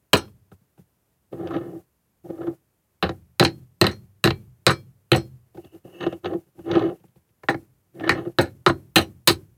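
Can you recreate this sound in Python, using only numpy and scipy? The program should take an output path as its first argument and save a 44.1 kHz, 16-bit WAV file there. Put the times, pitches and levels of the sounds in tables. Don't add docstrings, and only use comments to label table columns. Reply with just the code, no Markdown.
import sys
import numpy as np
from scipy import signal
from scipy.fft import rfft, irfft, next_fast_len
from scipy.io import wavfile
from scipy.ndimage import uniform_filter1d, minimum_filter1d, map_coordinates

SR = 44100
rng = np.random.default_rng(int(sys.argv[2]) if len(sys.argv) > 2 else 0)


def unload_audio(sound):
    columns = np.transpose(np.atleast_2d(sound))
    steps = np.round(np.clip(columns, -1, 1) * 32767)
    wavfile.write(sys.argv[1], SR, steps.astype(np.int16))


N = 422037
SOUND_SAMPLES = 16384

# (time [s], strength [dB], hardness [dB], block ring [dB], rattle T60 [s])
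BLOWS = [(0.1317, -8, 8.5, 1.5, 0.1), (0.1517, -21.5, 7, -1.5, .16), (3.0258, -13, 0.5, -1.5, .13),
         (3.0916, -19.5, -6.5, -3.5, 0.07), (3.3966, -5.5, 7, -10, .1), (3.4264, -9, -5, -1.5, 0.063),
         (3.4487, -15, 9.5, -3, 0.1), (3.8134, -6, 8, -4, 0.087), (3.8412, -12.5, 0, -2.5, .16),
         (3.8663, -18, 12.5, -7.5, .12), (4.24, -7, 8, -6, .14), (4.2739, -12, 2, -1, .047),
         (4.3051, -18, 1.5, -2, .042), (4.6656, -7, 8, -4, .12), (4.6945, -15, 2.5, 2.5, 0.093),
         (5.1173, -6.5, 5.5, -4.5, .13), (5.1476, -15.5, -1.5, -7.5, .12), (7.434, -34.5, -17, -4.5, .04),
         (7.4857, -11.5, -3, -0.5, .1), (7.5435, -19.5, -19, -10.5, 0.036), (8.093, -12, 4, 6, 0.096),
         (8.3856, -6, 1.5, -5.5, .15), (8.6629, -6, 1.5, 0.5, .1), (8.6979, -10, -13.5, -3.5, .041),
         (8.958, -6, 10.5, -0.5, .12), (8.9882, -13, -3.5, -8.5, .09), (9.2741, -8, 12.5, 3.5, .1),
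         (9.3, -9.5, -5.5, -8.5, 0.047)]
# (offset over strength [dB], per strength [dB/dB], per hardness [dB/dB], per block ring [dB/dB])
BLOW_MIX = [(-1.5, 0, 1, 0.24), (-5, 0.01, .1, -.2), (0, 0, 0, 0), (0.5, 0, 0, 1), (-5.5, 0.03, .2, 0.59),
            (-22.5, -0.32, 2.5, 0.38)]
REBOUND_S, REBOUND_DB = .1, -18

# (time [s], level [dB], tilt [dB/octave], extra claw mode [dB])
STEEL_RINGS = [(.168, -33.5, 2, -2), (3.435, -39, 6.5, 13), (3.91, -47.5, -1.5, 11), (4.3, -54, -21.5, 12),
               (4.704, -30, -1, 1), (5.158, -36, 3.5, 0.5), (7.493, -48.5, 6.5, 4), (8.112, -43.5, 0, 5.5),
               (8.411, -47, 9.5, 3), (8.682, -46, 5.5, 7), (9.011, -47, 7, -0.5), (9.31, -43, 9.5, -8)]
# (frequency [Hz], level [dB], T60 [s])
STEEL_MODES = [(2323, -7, .19), (2982, -14, .14), (3268, -14, .3), (3677, -14, .12), (4240, -5, .21),
               (4850, -19, .2), (5206, -14, .2), (5432, -14, .15), (5795, -6, .14), (6420, -3, .1),
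               (7960, -3, .1), (8220, -15, .12), (8930, -2, .085), (9617, -14, .1), (10385, -7, .085),
               (11900, -10, .07), (13570, -12, .08), (15300, -10, .07)]
CLAW_HZ = 4240
BUZZ_DB, BUZZ_HZ, BUZZ_T60_S = -1, 500, 0.091

# (time [s], strength [dB], hardness [dB], block ring [dB])
BUMPS = [(0.2786, -45, -19, -4), (0.5155, -36.5, -25, -7), (0.6094, -55, -21, -21),
         (0.7772, -39, -24, -15.5), (.79, -39, -32.5, -30), (1.3271, -26.5, -27, -25),
         (1.4722, -38.5, -5, 6), (1.5085, -34.5, -26, 8.5), (1.5651, -23, -16.5, -17),
         (2.2565, -54, -19.5, -20), (2.3006, -35.5, -29, -19), (2.4153, -27, -32.5, -7.5),
         (2.4703, -30.5, -30, -1), (5.5466, -35.5, -29, -18), (5.5727, -31, -38, -13.5),
         (5.6457, -43, -12.5, -17), (5.7466, -45, -20, -20), (5.849, -34, -32, -23.5),
         (6.0071, -29.5, -9, -11), (6.0273, -22.5, -17.5, -15), (6.0653, -17, -14.5, -8),
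         (6.1261, -24.5, -23, -30.5), (6.2451, -21.5, -13, -7), (6.257, -20.5, -8, -12),
         (6.5912, -33, -28, -14), (6.658, -32, -27, -23.5), (6.7127, -18.5, -5.5, -12),
         (6.7528, -16.5, -11, -11), (6.793, -26, -11, 0), (6.9992, -49, -17.5, -31),
         (7.0391, -36.5, -28, -41), (7.0814, -56, -9.5, -13.5), (7.1582, -40.5, -24.5, -39),
         (7.29, -55, -11, -17), (7.951, -47.5, -19, -19), (7.9969, -35, -7, -6.5),
         (8.0069, -22, -22.5, -21), (8.0385, -20, -16.5, -19.5), (8.076, -16.5, -13.5, -9.5),
         (8.2735, -33, -28, -22)]
# (offset over strength [dB], per strength [dB/dB], per hardness [dB/dB], per block ring [dB/dB])
BUMP_MIX = [(-0.5, -0.18, 1, 0.011), (-16.5, -0.41, 0.08, 0.099), (1.5, 0.15, 0.02, 0), (0.5, 0.12, 0, 1),
            (-6.5, 0.014, 0.96, .3), (-30, 0.9, 0.98, 0.01)]
BUMP_RATTLE_T60_S = .042

# (time [s], board level [dB], brightness [dB])
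DRAGS = [
    [(1.31, -65.5, -21), (1.332, -32.5, -12), (1.35, -33, -24), (1.49, -28.5, -16), (1.556, -27.5, -9),
     (1.57, -22, -20.5), (1.59, -34, -10.5), (1.626, -31.5, -15), (1.796, -44.5, -26.5), (1.86, -87.5, 0)],
    [(2.24, -45, -25.5), (2.268, -35.5, -37), (2.282, -52, -21), (2.304, -28.5, -24), (2.318, -38, -21),
     (2.382, -37, -18), (2.408, -31.5, -25), (2.418, -33.5, -11.5), (2.52, -30, -27), (2.58, -78, -9.5)],
    [(5.54, -66, -13), (5.55, -42.5, -25), (5.57, -50, -24), (5.578, -40, -16), (5.59, -40.5, -30),
     (5.624, -60.5, -14), (5.652, -45, -16.5), (5.696, -65, -8), (5.758, -42, -20), (5.82, -83, -24)],
    [(5.84, -60.5, -12), (5.852, -41.5, -22.5), (5.992, -51.5, -3), (6.008, -34.5, -2.5),
     (6.038, -27, -4.5), (6.056, -34.5, -7.5), (6.072, -21.5, -13), (6.11, -44, -8), (6.128, -26, -15),
     (6.22, -70, -26)],
    [(6.23, -45.5, -15), (6.246, -27, -10), (6.264, -26.5, -5), (6.278, -32.5, -4), (6.324, -26, -27),
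     (6.34, -26.5, -19), (6.366, -30.5, -32.5), (6.452, -74.5, -11), (6.474, -56.5, -22), (6.5, -69, -13)],
    [(6.55, -63, -23), (6.6, -36, -24.5), (6.63, -61, -11.5), (6.674, -29, -18.5), (6.754, -22.5, -6),
     (6.762, -13.5, -17), (6.894, -28, -18), (6.942, -37, -29), (6.972, -63.5, -12), (7.0, -68, -11)],
    [(7.92, -64.5, -16), (7.954, -43, -26.5), (7.99, -41.5, -17), (7.996, -37.5, -10.5),
     (8.014, -28.5, -12.5), (8.022, -33, -2), (8.03, -32.5, -13.5), (8.054, -27, -5.5), (8.085, -27.5, -6)],
    [(8.125, -12.5, -10.5), (8.133, -25.5, -14.5), (8.193, -28.5, -6.5), (8.221, -29, -17),
     (8.231, -36, -12.5), (8.265, -38, -19), (8.277, -34.5, -17), (8.287, -32, -30.5), (8.341, -68, -11),
     (8.36, -61, -16)],
]
# (wire squeak [dB], weight on the bench [dB])
STROKES = [(-7, 3), (-14, -0.5), (5, -6), (4.5, -2), (-1, 2.5), (1.5, 3), (-7, 0.5), (-2, 3.5)]
# (offset over board [dB], per board level [dB/dB], per brightness [dB/dB])
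DRAG_MIX = [(0, 0, 0), (-17, -0.22, 0.028), (-3, 0.2, 0.71), (-8.5, 0.1, 0.9), (-27, -0.43, 1.1),
            (-6.5, 0.43, 0.85)]
CATCH_HZ, CATCH_DB = 90, 2
SLIPS_PER_S, SLIP_S, SLIP_DB = 150, .003, -3

# (centre [Hz], width [Hz], level [dB])
BENCH = [(62, 20, -10), (80, 13, -6), (97, 12, -2), (130, 18, 0), (177, 18, 0), (215, 30, -8)]
BOARD = [(269, 20, -13), (336.3, 29, -4), (414, 75, -12), (513.1, 40, -9), (629, 180, -17), (797, 75, -13)]
BLOCK = [(1009, 88, 0), (1262, 220, 2), (1525, 320, -6)]
FACE = [(2426, 300, -6), (2860, 530, -2), (3254, 310, -1), (3340, 400, -3.5), (4056, 210, 1.5),
        (4350, 120, -4.5), (4315, 550, -5.5)]
# (centre [Hz], width [Hz], level [dB])
CLICK = [(6030, 300, -0.5), (8380, 1100, -3), (11700, 1600, -2.5), (13230, 1600, -4), (14264, 1700, -7)]
HOLLOW = [(1740, 210, -3), (1884, 160, -2.5), (2172, 140, -8)]
SQUEAK = [(2635, 57, -9.5), (2886, 230, -8.5), (6480, 52, -17)]
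SCRATCH = [(2640, 820, 2.5), (3700, 830, 2), (4700, 270, -6), (5870, 840, -17)]
WOOD_TOP_HZ = 8600
BRIDGE_START_S, BRIDGE_END_S, BRIDGE_DB = 7.2, 8.14, 7.5
MOVED_S, MOVED_DB = 7.2, -4

# (frequency [Hz], T60 [s])
SHOP_DECAY = [(80, 0.88), (400, 0.19), (2000, 0.13), (10000, 0.054)]
# (frequency [Hz], relative density [dB/Hz])
HISS_SPECTRUM = [(15, -44.5), (33, -20.5), (60, -9), (114, -11), (266, -14.5), (400, -12.5), (2600, -25.5),
                 (3910, -29.5), (8000, -27), (14000, -22.5), (16500, -30.5)]
HISS_DB = -62.5
# (frequency [Hz], level of the added quadrature signal [dB])
WIDTH = [(60, -42), (350, -55.5), (1400, -36), (3000, -28.5), (11000, -34.5)]
TOP_HZ = 16200


def hammer():
    return hammer_on_wood() + steel_ring()


def hammer_on_wood():
    hit_s, *controls_db, rattle_t60_s = np.transpose(BLOWS)
    parts_db = mixed(BLOW_MIX, *controls_db)
    rebound = np.diff(hit_s) < REBOUND_S
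    parts_db[-1, 1:] += REBOUND_DB * rebound
    return knocks(hit_s, parts_db, rattle_t60_s, FACE, rattle_db=[-25.5, -10.5, -7.0, -18.5, -13.0, -33.5],
                  contact_s=0.00033, crack_s=0.00066, click_s=.0008)


def steel_ring():
    ring_s, ring_db, tilt_db, claw_db = np.transpose(STEEL_RINGS)
    hz, mode_db, t60_s = np.transpose(STEEL_MODES)[:, :, None]
    t = np.arange(SOUND_SAMPLES) / SR
    onset = 1 - np.exp(-t / .002)
    modes = amp(mode_db - 60 * t / t60_s) * np.sin(2 * np.pi * hz * t) * onset
    scatter_db = 3 * rng.standard_normal((len(ring_s), len(hz)))
    colour_db = ring_db + tilt_db * np.log2(hz / CLAW_HZ) + claw_db * (hz == CLAW_HZ)
    strength = amp(scatter_db + colour_db.T)
    noise = rng.standard_normal((len(ring_s), SOUND_SAMPLES))
    flutter = unit(filtered(noise, lambda f: 1 / (1 + 1j * f / BUZZ_HZ)))
    roughness = 1 + amp(BUZZ_DB - 60 * t / BUZZ_T60_S) * flutter
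    return placed(ring_s, strength @ modes * roughness)


def knocks(s, parts_db, rattle_t60_s, face, rattle_db, contact_s, crack_s, click_s):
    t = np.arange(SOUND_SAMPLES) / SR
    parts_db[4] += bridged_db(s)
    parts_db[1] += MOVED_DB * (s > MOVED_S)
    noise = rng.standard_normal((len(s), SOUND_SAMPLES))
    push = (1 + 0.93 * noise) * np.exp(-t / contact_s)

    def crush(rise_s):
        return noise * t / rise_s * np.exp(-t / rise_s)

    softness = amp(-.25 * (parts_db[0] - parts_db[0].max()))[:, None]
    crack = crush(crack_s * np.minimum(softness, 2.5))
    spikes = noise * amp(7.97 * rng.standard_normal(noise.shape))
    t60_s = np.clip(rattle_t60_s, .005, .4)[..., None]
    chatter = spikes * amp(-60 * (t / t60_s) ** 1.136)
    parts = [face, BENCH, BOARD, BLOCK, HOLLOW, CLICK]
    forces = [crack, push, push, push, push, crush(click_s)]
    sound = 0
    for part, force, part_db, loose_db in zip(parts, forces, parts_db, rattle_db):
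        ring = rung(force + amp(loose_db) * chatter, part, scatter_db=2)
        if part is not CLICK:
            ring = filtered(ring, lambda hz: 1 / (1 + 1j * hz / WOOD_TOP_HZ) ** 2)
        peak = np.abs(ring).max(axis=1, keepdims=True)
        sound = sound + amp(part_db)[:, None] * ring / peak
    return placed(s, sound)


def bumps():
    s, *controls_db = np.transpose(BUMPS)
    return knocks(s, mixed(BUMP_MIX, *controls_db), BUMP_RATTLE_T60_S, SCRATCH,
                  rattle_db=[-15, -5.5, -17.5, -7.5, -9, -6.5],
                  contact_s=0.00009, crack_s=0.0008, click_s=.001)


def drag():
    t = np.arange(N) / SR
    parts = [BOARD, BENCH, BLOCK, HOLLOW, SQUEAK, SCRATCH]
    sharpness = [1.2, 1.3, 3, 3, 1.4, 0.062]
    grains = friction()
    ringing = []
    for part, again in zip(parts, sharpness):
        fed_back = again * unit(rung(grains, part))
        ringing.append(unit(rung(grains + fed_back, part)))
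    catch = map_coordinates(rng.standard_normal(N * CATCH_HZ // SR + 4), [t * CATCH_HZ])
    return amp(CATCH_DB * catch) * np.sum(drag_levels(t) * np.array(ringing), axis=0)


def friction():
    grains = rng.standard_normal(N) * amp(5.6 * rng.standard_normal(N))
    slips = (rng.random(N) < SLIPS_PER_S / SR) * rng.exponential(size=N)
    swell = filtered(slips, lambda hz: SR * SLIP_S / (1 + 2j * np.pi * hz * SLIP_S))
    return grains * (1 + amp(SLIP_DB) * np.abs(swell))


def drag_levels(t):
    levels = np.zeros((len(DRAG_MIX), N))
    for stroke, (squeak_db, bench_db) in zip(DRAGS, STROKES):
        s, *controls_db = np.transpose(stroke)
        parts_db = mixed(DRAG_MIX, *controls_db)
        parts_db[1] += bench_db
        parts_db[3] += bridged_db(s)
        parts_db[4] += squeak_db
        fade = np.clip(np.minimum(t - s[0], s[-1] - t) / 0.0065 + .5, 0, 1)
        levels += fade * amp([np.interp(t, s, db) for db in parts_db])
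    return levels


def shop(x):
    hz, t, z = signal.stft(rng.standard_normal(SR // 2), SR, nperseg=256)
    decay = amp(-60 * t / along(SHOP_DECAY, hz)[:, None])
    tail = signal.istft(z * decay, SR, nperseg=256)[1]
    delayed = np.pad(x, (300, 0))
    return signal.fftconvolve(delayed, tail / np.linalg.norm(tail))[:N]


def microphone_hiss():
    noise = rng.standard_normal(N)
    return amp(HISS_DB) * unit(filtered(noise, lambda hz: amp(along(HISS_SPECTRUM, hz))))


def mixed(mix, level_db, *colours_db):
    return level_db + np.array(mix) @ [np.ones_like(level_db), level_db, *colours_db]


def bridged_db(s):
    return BRIDGE_DB * ((s > BRIDGE_START_S) & (s < BRIDGE_END_S))


def rung(force, modes, scatter_db=0):
    spot = amp(scatter_db * rng.standard_normal((len(modes), *force.shape[:-1], 1)))

    def response(f):
        total = 0
        for k, (centre, width, db) in enumerate(modes):
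            resonance = 1j * f * width / (centre * centre - f * f + 1j * f * width)
            total = total + (-1) ** k * amp(db) * spot[k] * resonance
        return total

    return filtered(force, response)


def placed(times_s, sounds):
    out = np.zeros(N + SOUND_SAMPLES)
    for s, sound in zip(times_s, sounds):
        out[round(s * SR):][:SOUND_SAMPLES] += sound
    return out[:N]


def filtered(x, response):
    n = x.shape[-1]
    m = next_fast_len(n + SOUND_SAMPLES)
    return irfft(rfft(x, m) * response(np.fft.rfftfreq(m, 1 / SR)), m)[..., :n]


def along(points, hz):
    f, v = np.transpose(points)
    return np.interp(np.log(hz + 1), np.log(f + 1), v)


def amp(db):
    return 10 ** (np.asarray(db) / 20)


def unit(x):
    return x / np.sqrt(np.mean(x ** 2) + 1e-20)


def scene():
    blows = hammer()
    handling = bumps() + drag()
    room = amp(-21) * shop(blows + amp(-11.5) * handling)
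    heard = blows + handling + room
    side = filtered(heard, lambda hz: 1j * amp(along(WIDTH, hz)))
    return heard + microphone_hiss() + np.array([side, -side])


def record(dry):
    dry = filtered(dry, lambda hz: (1j * hz / (1j * hz + 45)) ** 2)
    upper = filtered(dry, lambda hz: 1 / (1 + (220 / (hz + 1)) ** 4))
    span = int(0.025 * SR)
    power = uniform_filter1d(upper[0] ** 2, span, origin=span // 3)
    level_db = 10 * np.log10(np.abs(power) + 1e-12)
    gate_db = np.clip(0.81 * (level_db + 50.5), -11, 0)
    gate = amp(uniform_filter1d(gate_db, int(0.012 * SR)))
    opened = dry - upper * (1 - gate)
    hold = int(.002 * SR)
    need = np.minimum(1, .9 / (np.abs(opened).max(axis=0) + 1e-9))
    held = opened * uniform_filter1d(minimum_filter1d(need, hold), hold // 2)
    return filtered(held, lambda hz: hz < TOP_HZ)


dry = scene()
out = record(dry)
unload_audio(out)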